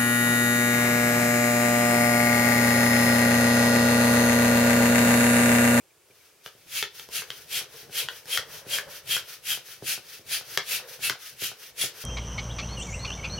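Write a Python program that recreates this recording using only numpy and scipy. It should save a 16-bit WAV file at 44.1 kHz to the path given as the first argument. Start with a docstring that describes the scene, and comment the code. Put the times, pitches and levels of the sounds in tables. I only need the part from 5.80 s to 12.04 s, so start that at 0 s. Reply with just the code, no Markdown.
"""A faint breath of air and a plastic clack, then hiss after hiss: a hand pump fills a balloon,
about 2.6 strokes a second, close to a stereo pair of microphones in a small curtained room.
Each push jets through the nozzle and nearly whistles; each pull sucks air in more softly.
The piston rubs in the barrel and clacks at the ends of some strokes, and the hands bump
the pump and the balloon. Quiet room tone and very faint pips lie underneath."""
import sys
import numpy as np
from scipy import signal
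from scipy.fft import rfft, irfft, next_fast_len
from scipy.io import wavfile
from scipy.ndimage import uniform_filter1d, map_coordinates

SR = 44100
rng = np.random.default_rng(int(sys.argv[2]) if len(sys.argv) > 2 else 0)


def inscribe(sig):
    """Save sig as 16-bit PCM at rate SR to the path in sys.argv[1].

    A 1-D sig is mono; a 2-D sig holds one channel per row.
    Samples are clipped to [-1, 1] before scaling.
    """
    pcm = np.round(np.clip(np.atleast_2d(sig).T, -1, 1) * 32767)
    wavfile.write(sys.argv[1], SR, pcm.astype(np.int16))


N = 275184


def amp(db):
    """Decibels to gain."""
    return 10 ** (np.asarray(db) / 20)


def along(points, hz):
    """Read (frequency_hz, value) points on a log frequency axis."""
    point_hz, values = np.transpose(points)
    return np.interp(np.log(hz + 1), np.log(point_hz + 1), values)


def curve(points):
    """Join (time_s, value) points into one value per sample."""
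    times, values = np.transpose(points)
    return np.interp(np.arange(N) / SR, times, values)


def wobble(rate_hz):
    """A smooth random curve with rate_hz knots a second."""
    knots = rng.standard_normal(int(N * rate_hz / SR) + 4)
    coarse = np.linspace(0, N, int(8 * N * rate_hz / SR) + 2)
    return np.interp(np.arange(N), coarse, map_coordinates(knots, [coarse * rate_hz / SR]))


def filtered(x, response):
    """Pass x through a complex response of frequency."""
    n = x.shape[-1]
    padded = next_fast_len(n + SR // 5)
    return irfft(rfft(x, padded) * response(np.fft.rfftfreq(padded, 1 / SR)), padded)[..., :n]


def resonances(modes, f):
    """Causal response of (pitch_hz, width_hz, level_db) modes, alternating in sign."""
    return sum((-1) ** k * amp(db) * 1j * f * width / (hz * hz - f * f + 1j * f * width)
               for k, (hz, width, db) in enumerate(modes))


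def add(track, start_s, sound):
    """Mix a sound into the track from start_s on."""
    part = track[max(round(start_s * SR), 0):][:len(sound)]
    part += sound[:len(part)]


def flow(t, rise_s, fall_s, roundness=1.73):
    """Air flow of one stroke around t = 0: a rounded top with exponential flanks."""
    from_peak = t / np.where(t < 0, rise_s, fall_s)
    return amp(-30 * (np.sqrt(1 + from_peak ** 2 / roundness) - 1))


def strokes(rows, rise_s, fall_s, lag_s):
    """One swell per stroke, lag_s after its fastest flow; louder strokes swell more."""
    level, t = np.zeros(N), np.arange(-SR // 2, SR // 2) / SR
    swell = flow(t - lag_s, rise_s, fall_s)
    loudest_db = max(row[1] for row in rows)
    for peak_s, db, *_ in rows:
        add(level, peak_s + t[0], amp((db - loudest_db) / 2) * swell)
    return level


# How alike diffuse sound is at the two microphones: frequency_hz, correlation
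MIC_LIKENESS = [(100, 0.8), (600, 0.59), (1300, 0.83), (2400, 0.81), (4400, 0.54), (8000, 0.24),
                (15000, 0.04)]

def diffuse(pair, response=np.ones_like):
    """Two unrelated signals, coloured, at closely spaced microphones: alike except in the treble."""
    def spread(hz):
        angle = np.arccos(np.clip(along(MIC_LIKENESS, hz), -1, 1)) / 2
        return response(hz) * np.array([np.cos(angle), np.sin(angle)])
    mid, side = filtered(pair, spread)
    return np.array([mid + side, mid - side])


def noise(response):
    """Coloured noise of rms 1 at the microphones, scattered by the room."""
    x = diffuse(rng.standard_normal((2, N)), response)
    return x / x.std()


def rush(spectrum):
    """Diffuse noise of rms 1 with a (frequency_hz, level_db) spectrum."""
    return noise(lambda hz: amp(along(spectrum, hz)))


# Reverberation of the small curtained room: frequency_hz, t60_s
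WALL_DECAY = [(120, 0.12), (500, 0.24), (1800, 0.19), (5000, 0.22), (9000, 0.083), (15000, 0.049)]

def room(x, wet_db, build_s=0.0047):
    """The direct sound plus the short diffuse answer of the walls."""
    hz, t, bands = signal.stft(rng.standard_normal((2, SR // 4)), SR, nperseg=256)
    t60 = along(WALL_DECAY, hz)[:, None]
    tail = signal.istft(bands * amp(-60 * t / t60) / np.sqrt(t60), SR, nperseg=256)[1]
    onset = np.clip(np.arange(tail.shape[1]) / SR / build_s - .5, 0, 1)
    tail = diffuse(tail * onset)
    tail /= np.linalg.norm(tail[0])
    wet = signal.oaconvolve(np.atleast_2d(x), tail, axes=1)[:, :x.shape[-1]]
    return (x + amp(wet_db) * wet) / np.hypot(1, amp(wet_db))


# The quiet room, all around the microphones: frequency_hz, relative_db
ROOM_SPECTRUM = [(25, -14), (90, 8), (220, -2), (400, 12), (750, 4), (1500, 1.5), (2400, 1), (4000, -1.5),
                 (8000, 0), (15800, -4)]

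def room_tone(level_db=-61):
    """A faint, steady rush, strongest in the low mids."""
    return amp(level_db) * rush(ROOM_SPECTRUM)


def pips(rate_hz=9.9, pitch_hz=2330, width_hz=330, level_db=-65):
    """Very faint high pips repeat steadily under everything."""
    phase = 2 * np.pi * rate_hz * np.arange(N) / SR - np.pi / 6
    gate = np.maximum(np.cos(phase), 0) ** 4
    return amp(level_db) * gate * noise(lambda f: resonances([(pitch_hz, width_hz, 0)], f) ** 2)


# Hands on the pump, close up: frequency_hz, relative_db
GRIP_SPECTRUM = [(20, -18), (45, -13), (75, -4), (110, -1), (145, 2), (200, -9.5), (300, -11.5), (600, -5),
                 (1500, -44)]

def hands(rest_db=-81, push_db=-62, drag_gain_db=-8, waver_db=4):
    """The gripping hands rumble as they brace for each push, and more when the seal drags."""
    bracing = strokes(PUSHES, rise_s=0.15, fall_s=0.068, lag_s=0.015)
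    effort = amp(rest_db) + amp(push_db) * bracing
    drag = amp(curve(SEAL_DRAG) + drag_gain_db)
    return np.hypot(effort, drag) * amp(waver_db * wobble(30)) * rush(GRIP_SPECTRUM)


# The balloon's low modes: pitch_hz, width_hz, relative_db
BALLOON_MODES = [(136, 68, 1), (245, 145, -3), (413, 153, 1.5)]
# Soft bumps of hands and piston: start_s, relative_peak_db, relative_tap_db
BUMPS = [(0.299,-51,-13), (0.749,-49,-12), (1.502,-45,-10), (1.811,-32,2.5), (2.029,-44,-23),
         (2.095,-38,-5), (2.864,-35,-14), (3.292,-41,-15), (3.773,-32,1.5), (4.023,-28.5,-23),
         (4.176,-31.5,0.5), (4.392,-43,-19), (4.512,-38,1), (4.61,-32,6), (4.72,-44,-14), (4.999,-31,9),
         (5.191,-38.5,-2), (5.301,-31.5,-10), (5.354,-32.5,12), (5.62,-33.5,-11), (5.715,-31.5,4.5),
         (6.036,-28.5,-6.5)]

def bumps(gain_db=-1, soft_hz=2000):
    """Soft blows thump the balloon, with a dull tap from the pump."""
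    out, blow = np.zeros(N), signal.unit_impulse(SR // 10)
    for start_s, peak_db, tap_db in BUMPS:
        modes = BALLOON_MODES + [(770, 270, tap_db - 1.5), (1470, 164, tap_db + 3.5)]
        hit = filtered(blow, lambda f: resonances(modes, f) / (1 + 1j * f / soft_hz) ** 2)
        add(out, start_s + .001, amp(peak_db + gain_db) * hit / np.abs(hit).max())
    return out


# Drag of the seal in the barrel: time_s, relative_db
SEAL_DRAG = [(0.0, -79), (0.9, -79), (1.4, -57), (2.3, -55), (2.95, -49.5), (3.6, -63), (4.3, -63),
             (5.1, -55), (5.45, -67), (6.24, -56.5)]
# The barrel's hollow resonance: time_s, pitch_hz
BARREL_NOTE = [(0.0, 453.7), (2.25, 467.8), (2.95, 562.2), (3.9, 457.5), (5.05, 508.7), (6.24, 464)]
# The rubbing seal, heard from beside the barrel: frequency_hz, relative_db
RUB_SPECTRUM = [(120, -22), (280, -39), (420, 6.5), (560, -4), (900, 0.5), (1300, -2), (1900, 1),
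                (3000, -56), (6000, -35)]

def piston_rub(rub_db=-2, hollow_db=-2.5, half_width_hz=80, pull_db=-2, turning_db=-12, judder_db=1.5):
    """The seal rubs on every stroke and eases at the turns; the barrel's hollow note wanders."""
    pushing = strokes(PUSHES, rise_s=0.14, fall_s=0.062, lag_s=0.057)  # late, as the pressure builds
    pulling = strokes(PULLS, rise_s=0.095, fall_s=0.043, lag_s=-0.015)
    speed = amp(turning_db) + pushing + amp(pull_db) * pulling
    phase = 2 * np.pi * np.cumsum(curve(BARREL_NOTE)) / SR
    hollow = noise(lambda f: 1 / (1 + (f / half_width_hz) ** 2)) * np.sqrt(2) * np.cos(phase)
    drag = amp(curve(SEAL_DRAG) + judder_db * wobble(35))
    return drag * speed * (amp(rub_db) * rush(RUB_SPECTRUM) + amp(hollow_db) * hollow)


# Air entering the intake: frequency_hz, relative_db
INTAKE_SPECTRUM = [(200, -33), (700, -10), (1050, -9.5), (1450, 2), (2200, 0.5), (3100, 3), (4000, 1),
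                   (6000, 3.5), (7300, -6.5), (8800, -4), (10500, 0), (13500, 0), (15800, -1)]
# Back strokes: fastest_flow_s, relative_db, rise_s
PULLS = [(0.43, -62.5, 0.14), (0.668, -51.5, 0.023), (0.8, -63, 0.11), (1.201, -49, 0.063),
         (1.574, -51, 0.098), (1.983, -49, 0.075), (2.35, -49, 0.078), (2.756, -46.5, 0.068),
         (3.144, -45.5, 0.058), (3.516, -45, 0.055), (3.914, -46.5, 0.065), (4.324, -46.5, 0.07),
         (4.737, -43, 0.068), (5.118, -45.5, 0.052), (5.466, -45, 0.066), (5.845, -46.5, 0.053),
         (6.219, -44.5, 0.062)]

def pulls(gain_db=5, flutter_db=1.7, fall_over_rise=0.87):
    """Air is sucked through the intake as the piston goes back."""
    level, t = np.zeros(N), np.arange(-SR // 3, SR // 3) / SR
    for peak_s, db, rise_s in PULLS:
        add(level, peak_s + t[0], amp(db) * flow(t, rise_s, fall_over_rise * rise_s))
    return level * amp(gain_db + flutter_db * wobble(60)) * rush(INTAKE_SPECTRUM)


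# The struck pump's casing, low thud and bright crack: pitch_hz, width_hz, relative_db
CASING_MODES = [(1410, 240, -6.5), (2320, 770, -3.5)]
THUD_MODES = [(142, 75, 0), (398, 85, 5.5), (900, 190, -1)]
CRACK_MODES = [(3900, 1100, -6.5), (5060, 2300, 1), (5197, 200, 7.5), (11100, 3000, -12.5)]
# A shallow dip in the treble of every clack: centre_hz, width_hz, subtracted_level_db
TREBLE_DIP = [(8400, 1200, -14)]
# The piston at its stops, close to the microphones, and at 1.288 s and 2.456 s the valve clicking as a push
# begins; all levels are relative: start_s, peak_db, barrel_hz, rod_hz, rod_db, casing_db, crack_db, thud_db
CLACKS = [(0.661,-21.5,1370,3120,-5,0.5,-18.5,-20), (1.026,-8.5,1890,3400,-5.5,2,-22,-29.5),
          (1.196,-24,2020,3320,-5.5,0,-20.5,-29), (1.288,-31,1400,3180,-2,0,-2,1),
          (1.42,-24.5,1400,2870,-14,-1,-30,-27), (1.503,-16,1930,3200,-4.5,-4,-20.5,-36),
          (2.286,-12.5,1610,3060,-8,-14,-36,-59), (2.456,-31,1500,3100,-13,0,-6,-14),
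          (2.574,-7.5,1720,3300,-10.5,-1,-18.5,-44), (2.985,-13.5,1670,3080,-17,-0.5,-23,-33),
          (3.366,-13.5,1340,3220,-30,-0.5,-14,-28), (4.7742,-3,1880,3190,-12,-2.5,-21.5,-33.5),
          (5.297,-6,1480,3270,-7.5,1.5,-13.5,-40)]

def clacks(rebound_s=0.001802, rebound=0.52, chatter=0.033, chatter_t60_s=0.016, soft_hz=4500,
           gain_db=-1.07):
    """The piston hits its stop, or the valve clicks as a push begins; each hit rebounds and chatters, and the
    damped plastic rings for milliseconds."""
    out, t = np.zeros((2, N)), np.arange(SR // 5) / SR
    for row, jitter in zip(CLACKS, rng.standard_normal((len(CLACKS), len(t)))):
        start_s, peak_db, barrel_hz, rod_hz, rod_db, casing_db, crack_db, thud_db = row
        blow = signal.unit_impulse(len(t)) + chatter * jitter * amp(-60 * t / chatter_t60_s)
        bounce_s = abs(rebound_s * (1 + .15 * jitter[-1]))
        blow[round(bounce_s * SR)] += rebound

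        def plastic(f):
            barrel = resonances([(barrel_hz, 380, 0)], f)
            rod = resonances([(rod_hz, 430, rod_db + 11)], f)
            casing = amp(casing_db) * resonances(CASING_MODES, f)
            thud = amp(thud_db + 16) * resonances(THUD_MODES, f)
            body = (barrel + rod + casing + thud) / (1 + 1j * f / soft_hz) ** 2
            crack = amp(crack_db + 7) * resonances(CRACK_MODES, f)  # hard contacts reach the treble
            return (body + crack) * (1 - resonances(TREBLE_DIP, f))

        hit = filtered(blow, plastic)
        # The pump moves, so the walls answer each clack anew.
        at_mics = room(hit / np.abs(hit).max(), wet_db=-5.5)
        for track, heard in zip(out, at_mics):
            add(track, start_s + .0007, amp(peak_db + gain_db) * heard)
    return out


def shifting(hiss, depth_db):
    """A hiss ripples in colour, more in the treble, as the hand and the balloon move around it."""
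    hz, _, bands = signal.stft(hiss, SR, nperseg=512)
    ripple = uniform_filter1d(rng.standard_normal(bands.shape[1:]), size=5, axis=0)  # across frequency
    ripple = uniform_filter1d(ripple, size=36, axis=1)  # across time
    band_depth_db = depth_db * np.minimum(hz / 7000, 1)[:, None]
    out = signal.istft(bands * amp(band_depth_db * ripple / ripple.std()), SR, nperseg=512)[1][:, :N]
    return out / out.std()


# The jet at the nozzle, close up: frequency_hz, relative_db
JET_SPECTRUM = [(50, -21), (135, -10), (270, -19.5), (450, -13), (1080, -13.5), (1400, -2), (1900, 0),
                (2600, 4.5), (3600, 3), (6200, 1.5), (7900, -3.5), (10300, 1.5), (12700, 0), (15800, -3.5)]
# Forward strokes: fastest_flow_s, relative_db, rise_s, nozzle_hz, relative_nozzle_db, edge_tone_hz
PUSHES = [(0.98, -30.5, 0.053, 3140, -16.5, 12500), (1.365, -30, 0.033, 2850, -15.5, 10900),
          (1.761, -28, 0.041, 3210, -8, 11900), (2.183, -28, 0.037, 3240, -9, 12300),
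          (2.54, -28.5, 0.04, 3150, -8, 10500), (2.943, -28.5, 0.041, 3210, -9.5, 11200),
          (3.33, -25.5, 0.036, 3220, -6, 11060), (3.709, -27.5, 0.039, 3200, -10.5, 12100),
          (4.104, -27.5, 0.039, 2790, -13, 11760), (4.537, -28, 0.036, 3215, -12.5, 9880),
          (4.935, -27.5, 0.05, 2590, -12.5, 12700), (5.254, -27, 0.029, 2670, -10, 10000),
          (5.643, -30, 0.036, 3110, -13.5, 12400), (6.018, -26.5, 0.028, 3300, -10, 10100)]

def pushes(hiss_gain_db=1.5, nozzle_gain_db=5.5, flutter_db=1.0, valve_close_s=0.045):
    """A turbulent jet; the nozzle's resonance and a high edge tone nearly whistle as the flow peaks."""
    level, whistle = np.zeros(N), np.zeros(N)
    t = np.arange(-SR // 5, SR // 5) / SR
    for peak_s, db, rise_s, nozzle_hz, nozzle_db, edge_hz in PUSHES:
        speed = flow(t, rise_s, valve_close_s)  # back pressure ends every push alike
        add(level, peak_s + t[0], amp(db) * speed)
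        edge_db = -16.5 + 1.5 * peak_s  # the edge tone grows as the balloon fills
        for hz, width_hz, ring_db in [(nozzle_hz, 280, nozzle_db + nozzle_gain_db),
                                      (edge_hz, 660, edge_db)]:
            ring = filtered(rng.standard_normal(len(t)), lambda f: resonances([(hz, width_hz, 0)], f) ** 2)
            add(whistle, peak_s + t[0], amp(db + ring_db) * speed ** 2 * ring / ring.std())
    hiss = amp(hiss_gain_db) * level * shifting(rush(JET_SPECTRUM), depth_db=1.5)
    return (hiss + whistle) * amp(flutter_db * wobble(160))


# The pump's place, left of centre between the microphones: frequency_hz, left_over_right_db
LEFT_LEAN = [(100, 1), (700, 1), (2200, 2), (4500, 1.9), (13000, 0.9)]

def scene():
    """Pump and balloon close by and a little to the left, over faint room tone and pips."""
    air = room(pushes() + pulls(), wet_db=-6.5)
    pump = air + clacks() + room(bumps(), wet_db=-5) + piston_rub() + hands()
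    placed = filtered(pump, lambda hz: amp(np.outer([.5, -.5], along(LEFT_LEAN, hz))))
    return placed + room_tone() + pips()


def record(dry, top_hz=15900):
    """The recorder keeps nothing above its band limit."""
    return filtered(dry, lambda hz: hz < top_hz)


dry = scene()
out = record(dry)
inscribe(out)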